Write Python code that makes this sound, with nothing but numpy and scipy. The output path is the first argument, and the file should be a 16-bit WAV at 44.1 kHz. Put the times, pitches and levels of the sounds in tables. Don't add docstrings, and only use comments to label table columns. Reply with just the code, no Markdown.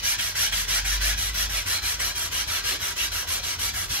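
import sys
import numpy as np
from scipy import signal
from scipy.fft import rfft, irfft, next_fast_len
from scipy.io import wavfile
from scipy.ndimage import uniform_filter1d, map_coordinates

SR = 44100
rng = np.random.default_rng(int(sys.argv[2]) if len(sys.argv) > 2 else 0)


def file_out(sig):
    cols = np.atleast_2d(sig).T
    lim = np.clip(cols, -1, 1)
    pcm = np.round(lim * 32767).astype(np.int16)
    wavfile.write(sys.argv[1], SR, pcm)


N = 176400

# (start [s], gain [dB], bass [dB], treble [dB], growth over the stroke [dB])
STROKE_PLAN = [ (.018, -24.7, -.8, 0, .5), (.176, -28.2, 0, .8, -1.5), (.34, -23.9, 0, .4, 1.5),
               (.51, -26.2, -1, -.8, -2), (.669, -23.9, -1, -1.8, -.5), (.837, -27, .3, .7, .5),
               (.997, -24.3, 1.2, .4, 0), (1.161, -27.4, -1.2, .9, -3.5), (1.329, -24.7, .2, -2.3, 0),
               (1.483, -28.1, 1.3, -.6, -1), (1.648, -26.4, 1.5, 2, -2), (1.812, -27.7, 0, .5, -1),
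               (1.981, -27.4, 1.5, .7, .5), (2.14, -28.7, -2, .6, 0), (2.303, -27, .8, -1, 0),
               (2.462, -28, .5, -.3, 0), (2.626, -26.5, .6, -1, 1), (2.789, -28.9, .8, -1, 1),
               (2.951, -25.9, -2, -1.6, .5), (3.105, -28.6, .3, -.8, -2.5), (3.262, -27.1, -2, .3, -2),
               (3.419, -29.3, -.2, -.9, -1), (3.577, -27.3, -1, 2.4, .5), (3.727, -30.9, .8, 3.8, -3),
               (3.881, -27.2, -1.2, -.6, 1), ]
# (frequency [Hz], width [Hz], gain [dB])
STONE_MODES = [(1670, 90, -20.5), (1890, 90, -20.5), (2375, 60, -18.5), (2860, 70, -17.5),
               (3170, 380, -13.5), (4140, 45, -18.5), (5710, 110, -11), (5860, 130, -11), (7650, 120, -10),
               (9820, 120, -8.5), (12210, 80, -13.5), (14860, 100, -28)]
# (frequency [Hz], relative density [dB])
RASP_SPECTRUM = [(150, -16), (330, -17), (650, -12.5), (850, -13), (1500, -4.8), (2000, -2), (2600, -2.4),
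                 (3500, -1.6), (4900, -2.8), (6100, -2), (6700, -5.5), (7400, -3.5), (8200, -.8),
                 (9500, -2), (10500, -5.5), (12000, -5.3), (13000, -16), (14600, -26), (15600, -38)]
RASP_EXPONENTS = [.55, .72, 1.55]
RING_EXPONENTS = [0.86, 1.86]
# (frequency [Hz], width [Hz], relative level [dB])
BACKING_MODES = [(392, 67, -2), (707, 87, -3), (958, 29, -1), (1180, 81, 0.5), (1277, 320, 2.5)]
# (time [s], gain [dB])
BACKING_GAIN_DB = [(0, -47), (1.2, -52.5), (1.8, -43), (2.7, -42), (4, -43.5)]
# (frequency [Hz], relative density [dB])
DESK_SPECTRUM = [(22, -56), (31, -43), (38, -8), (48, 0.5), (62, -5.5), (72, -7.5), (88, 0), (108, -13.5),
                 (140, -17), (185, -21.5), (400, -36.5)]
# (time [s], gain [dB])
DESK_GAIN_DB = [(0, -42), (1.2, -39.5), (2, -41.5), (2.7, -43.5), (3.3, -44), (3.85, -38)]
# (time [s], gain [dB])
BITE_EVENTS = [(.182, -30), (.352, -33), (0.521, -26), (.683, -42), (0.845, -28.5), (1.996, -28),
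               (2.318, -46), (2.472, -46), (2.803, -48), (3.272, -38), (3.428, -51), (3.735, -43)]
# (frequency [Hz], relative density [dB])
BITE_SPECTRUM = [(200, -19), (1200, -3.5), (2000, 10.5), (3200, 1), (4500, -30), (5800, -28), (6700, -14),
                 (7700, 11), (8800, -28), (9700, 6), (11000, -25), (15000, -32)]
# (time [s], half length [s], frequency [Hz], width [Hz], gain [dB])
FLARE_EVENTS = [(.2, .017, 3080, 450, -28), (.46, .03, 2950, 250, -32), (.537, .013, 3200, 500, -28),
                (.785, .03, 1900, 250, -38), (.91, .05, 1720, 350, -37), (1.09, .05, 1900, 300, -35),
                (1.59, .03, 2430, 150, -37), (1.756, .026, 4145, 45, -29), (1.857, .021, 4160, 45, -31),
                (2.064, .06, 4130, 60, -38), (2.36, .04, 3000, 400, -35), (2.55, .06, 1480, 280, -40),
                (2.558, .06, 4140, 60, -40), (2.704, .05, 4152, 60, -36), (2.69, .025, 2800, 700, -33),
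                (2.744, .035, 376, 90, -41), (2.87, .05, 1500, 280, -40), (3.016, .035, 2807, 200, -30),
                (3.246, .021, 699, 120, -44), (3.396, .022, 550, 120, -46), (3.79, .05, 1640, 120, -42)]
# (time [s], pitch [Hz], level [dB])
HUM_TRACK = [(.3, 43.7, -60), (.53, 45.6, -41), (.74, 46, -37), (.88, 47.3, -30), (1.08, 49.2, -27.5),
             (1.22, 50.5, -35), (1.56, 50.5, -34), (1.73, 50.4, -52), (2.2, 50.4, -47), (4, 50, -58)]
# (frequency [Hz], T60 [s])
ROOM_T60_S = [(200, 0.46), (2000, 0.18), (6000, 0.39), (12000, 0.014)]
# (frequency [Hz], relative density [dB])
AIR_SPECTRUM = [(30, -30), (100, -3), (300, -4), (1000, -9), (4000, -19), (15000, -40)]
# (frequency [Hz], coherence [-])
PORT_COHERENCE = [(60, .95), (200, .86), (450, .62), (1200, .56), (2000, .6), (3300, .42), (5300, .25),
                  (5780, .75), (6600, .35), (7600, .87), (8300, 1), (9500, .99), (10200, .92), (11000, .62),
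                  (11700, .7), (12600, 1)]
# (frequency [Hz], left lead [rad])
PORT_LEAD_RAD = [(260, 0), (520, -1.5), (950, -.6), (1810, -.5), (2700, -1.6), (4130, -1.1), (4600, -2),
                 (5300, -1.7), (5780, -2.8), (6400, -4.3), (8200, -3.2), (10200, -3.05), (11000, -1.7),
                 (12200, -.9), (12500, 0)]

BASS_EDGE_HZ, TREBLE_EDGE_HZ = 2300, 7050
TIME_S = np.arange(N) / SR


def amp(db):
    return 10 ** (np.asarray(db) / 20)


def unit_rms(x):
    return x / np.sqrt(np.mean(x ** 2) + 1e-20)


def log_interp(points, hz):
    knots_hz, values = np.transpose(points)
    return np.interp(np.log(hz + 1), np.log(knots_hz + 1), values)


def curves(rows):
    knots_s, *columns = np.transpose(rows)
    return [np.interp(TIME_S, knots_s, column) for column in columns]


def wobble(rate_hz):
    return map_coordinates(rng.standard_normal(int(N * rate_hz / SR) + 4), [TIME_S * rate_hz])


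def bell(offset_s, half_s):
    return np.exp(-(offset_s / half_s) ** 2)


def filtered(x, response):
    size = next_fast_len(N + SR // 2)
    return irfft(rfft(x, size) * response(np.fft.rfftfreq(size, 1 / SR)), size)[..., :N]


def coloured(x, spectrum):
    return unit_rms(filtered(x, lambda f: amp(log_interp(spectrum, f))))


def resonance(x, hz, width_hz):
    return unit_rms(filtered(x, lambda f: 1j * f * width_hz / (hz * hz - f * f + 1j * f * width_hz)))


def snag(age_s, rise_s=.003, fall_s=.026):
    age_s = np.maximum(age_s, 0)
    return (1 - np.exp(-age_s / rise_s)) * bell(age_s, fall_s)


def hand(end_s=4.03, grip=1.15, creep=.1):
    start_s, gain_db, bass_db, treble_db, growth_db = np.transpose(STROKE_PLAN)
    turns_s = np.r_[2 * start_s[0] - start_s[1], start_s, end_s]
    count = np.interp(TIME_S, turns_s, np.arange(-1, len(start_s) + 1))
    stroke = np.clip(count.astype(int), 0, len(start_s) - 1)
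    phase = count % 1
    since_turn_s = TIME_S - start_s[stroke]
    arc = np.sin(np.pi * phase ** .94)
    arc = arc ** np.where(stroke % 2, 1.11, 1.25)
    speed = np.hypot(np.tanh(grip * arc), creep)
    speed += .15 * snag(since_turn_s - .011)
    gains = amp([gain_db[stroke] + growth_db[stroke] * (phase - .5), bass_db[stroke], treble_db[stroke]])
    return since_turn_s, np.cos(np.pi * count), speed, *uniform_filter1d(gains, size=400, axis=1)


def grit_impacts(speed, rate_hz=14000, spread_db=3.5, judder_db=.32, uneven_db=.7):
    density_hz = rate_hz * np.sqrt(speed)
    hits = rng.random((2, N)) < density_hz / SR
    sizes = amp(spread_db * np.clip(rng.standard_normal((2, N)), -3, 2.5))
    signs = rng.choice([-1, 1], (2, N))
    flutter = amp(judder_db * wobble(220) + uneven_db * wobble(29.92))
    return unit_rms(hits * sizes * signs / np.sqrt(density_hz)) * flutter


def stone_ring(speed, gain, wander_db=2.4, stroke_share=.96):
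    grit = grit_impacts(speed)
    ring = 0
    for hz, width_hz, db in STONE_MODES:
        mode = unit_rms(amp(wander_db * wobble(11)) * resonance(grit, hz, width_hz))
        exponent = np.interp(hz, [BASS_EDGE_HZ, TREBLE_EDGE_HZ], RING_EXPONENTS)
        ring += mode * amp(db) * speed ** exponent
    return (stroke_share * gain + (1 - stroke_share) * gain.mean()) * ring


def streaked(x, depth_db=2.7):
    frames = signal.stft(x, nperseg=1024)[2]
    streaks = uniform_filter1d(rng.standard_normal(frames.shape[1:]), size=2, axis=0)
    streaks = unit_rms(uniform_filter1d(streaks, size=9, axis=1))
    return unit_rms(signal.istft(frames * amp(depth_db * streaks), nperseg=1024)[1][:, :N])


def grit_rasp(speed, gain, bass_gain, treble_gain, trim_db=1.2):
    rub = amp(trim_db) * streaked(coloured(grit_impacts(speed), RASP_SPECTRUM))
    bass = filtered(rub, lambda f: 1 / (1 + (f / BASS_EDGE_HZ) ** 4))
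    treble = filtered(rub, lambda f: 1 - 1 / (1 + (f / TREBLE_EDGE_HZ) ** 6))
    bands = [bass * bass_gain, rub - bass - treble, treble * treble_gain]
    return gain * sum(band * speed ** exponent for band, exponent in zip(bands, RASP_EXPONENTS))


def backing(speed):
    grit = grit_impacts(speed)
    body = unit_rms(sum(amp(db) * resonance(grit, hz, width_hz) for hz, width_hz, db in BACKING_MODES))
    return amp(curves(BACKING_GAIN_DB)[0]) * np.sqrt(speed) * body


def desk_shudder(since_turn_s, peak_s=.024, half_s=.031):
    force = (1 + bell(since_turn_s - peak_s, half_s)) * rng.standard_normal((2, N))
    return amp(curves(DESK_GAIN_DB)[0]) * coloured(force, DESK_SPECTRUM)


def edge_bites():
    envelope = sum(amp(db) * snag(TIME_S - at_s) for at_s, db in BITE_EVENTS)
    return envelope * coloured(grit_impacts(speed=np.ones(N)), BITE_SPECTRUM)


def hollow_flares(speed):
    grit = grit_impacts(speed)
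    return sum(amp(db) * bell(TIME_S - at_s, half_s) * resonance(grit, hz, width_hz)
               for at_s, half_s, hz, width_hz, db in FLARE_EVENTS)


def hum(flutter_db=.18):
    hz, db = curves(HUM_TRACK)
    return amp(db + flutter_db * wobble(19)) * np.sqrt(2) * np.sin(2 * np.pi * np.cumsum(hz) / SR)


def desk_bounce(x, position, gain=.4, delay_s=.0016, sweep_s=.000401):
    read_index = np.arange(N) - SR * (delay_s + sweep_s * position)
    return x + gain * np.array([map_coordinates(stream, [read_index]) for stream in x])


def room_reverb(x):
    hz, age_s, frames = signal.stft(rng.standard_normal((2, SR // 2)), SR, nperseg=256)
    decay = amp(-60 * age_s / log_interp(ROOM_T60_S, hz)[:, None])
    tail = signal.istft(frames * decay, SR, nperseg=256)[1]
    return signal.fftconvolve(x, tail / np.linalg.norm(tail[0]), axes=1)[:, :N]


def mic_ports(x):
    def mid_side_gains(hz):
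        angle_rad = np.arccos(np.clip(log_interp(PORT_COHERENCE, hz), -1, 1)) / 2
        return np.array([np.cos(angle_rad), np.sin(angle_rad)])

    mid, side = filtered(x, mid_side_gains)
    stereo = np.array([mid + side, mid - side])
    return filtered(stereo, lambda f: np.exp(.5j * np.outer([1, -1], log_interp(PORT_LEAD_RAD, f))))


def scene(air_db=-53, reverb_db=-10.5):
    since_turn_s, position, speed, gain, bass_gain, treble_gain = hand()
    stone = stone_ring(speed, gain) + grit_rasp(speed, gain, bass_gain, treble_gain)
    scrape = stone + edge_bites() + hollow_flares(speed)
    rubbing = desk_bounce(scrape, position) + backing(speed)
    air = amp(air_db) * coloured(rng.standard_normal((2, N)), AIR_SPECTRUM)
    reverb = amp(reverb_db) * room_reverb(rubbing)
    return mic_ports(rubbing + reverb + desk_shudder(since_turn_s) + air) + hum()


def record(dry, low_cut_hz=34, top_hz=15700):
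    return filtered(dry, lambda f: (f < top_hz) * (1 - 1 / (1 + (f / low_cut_hz) ** 10)))


dry = scene()
out = record(dry)
file_out(out)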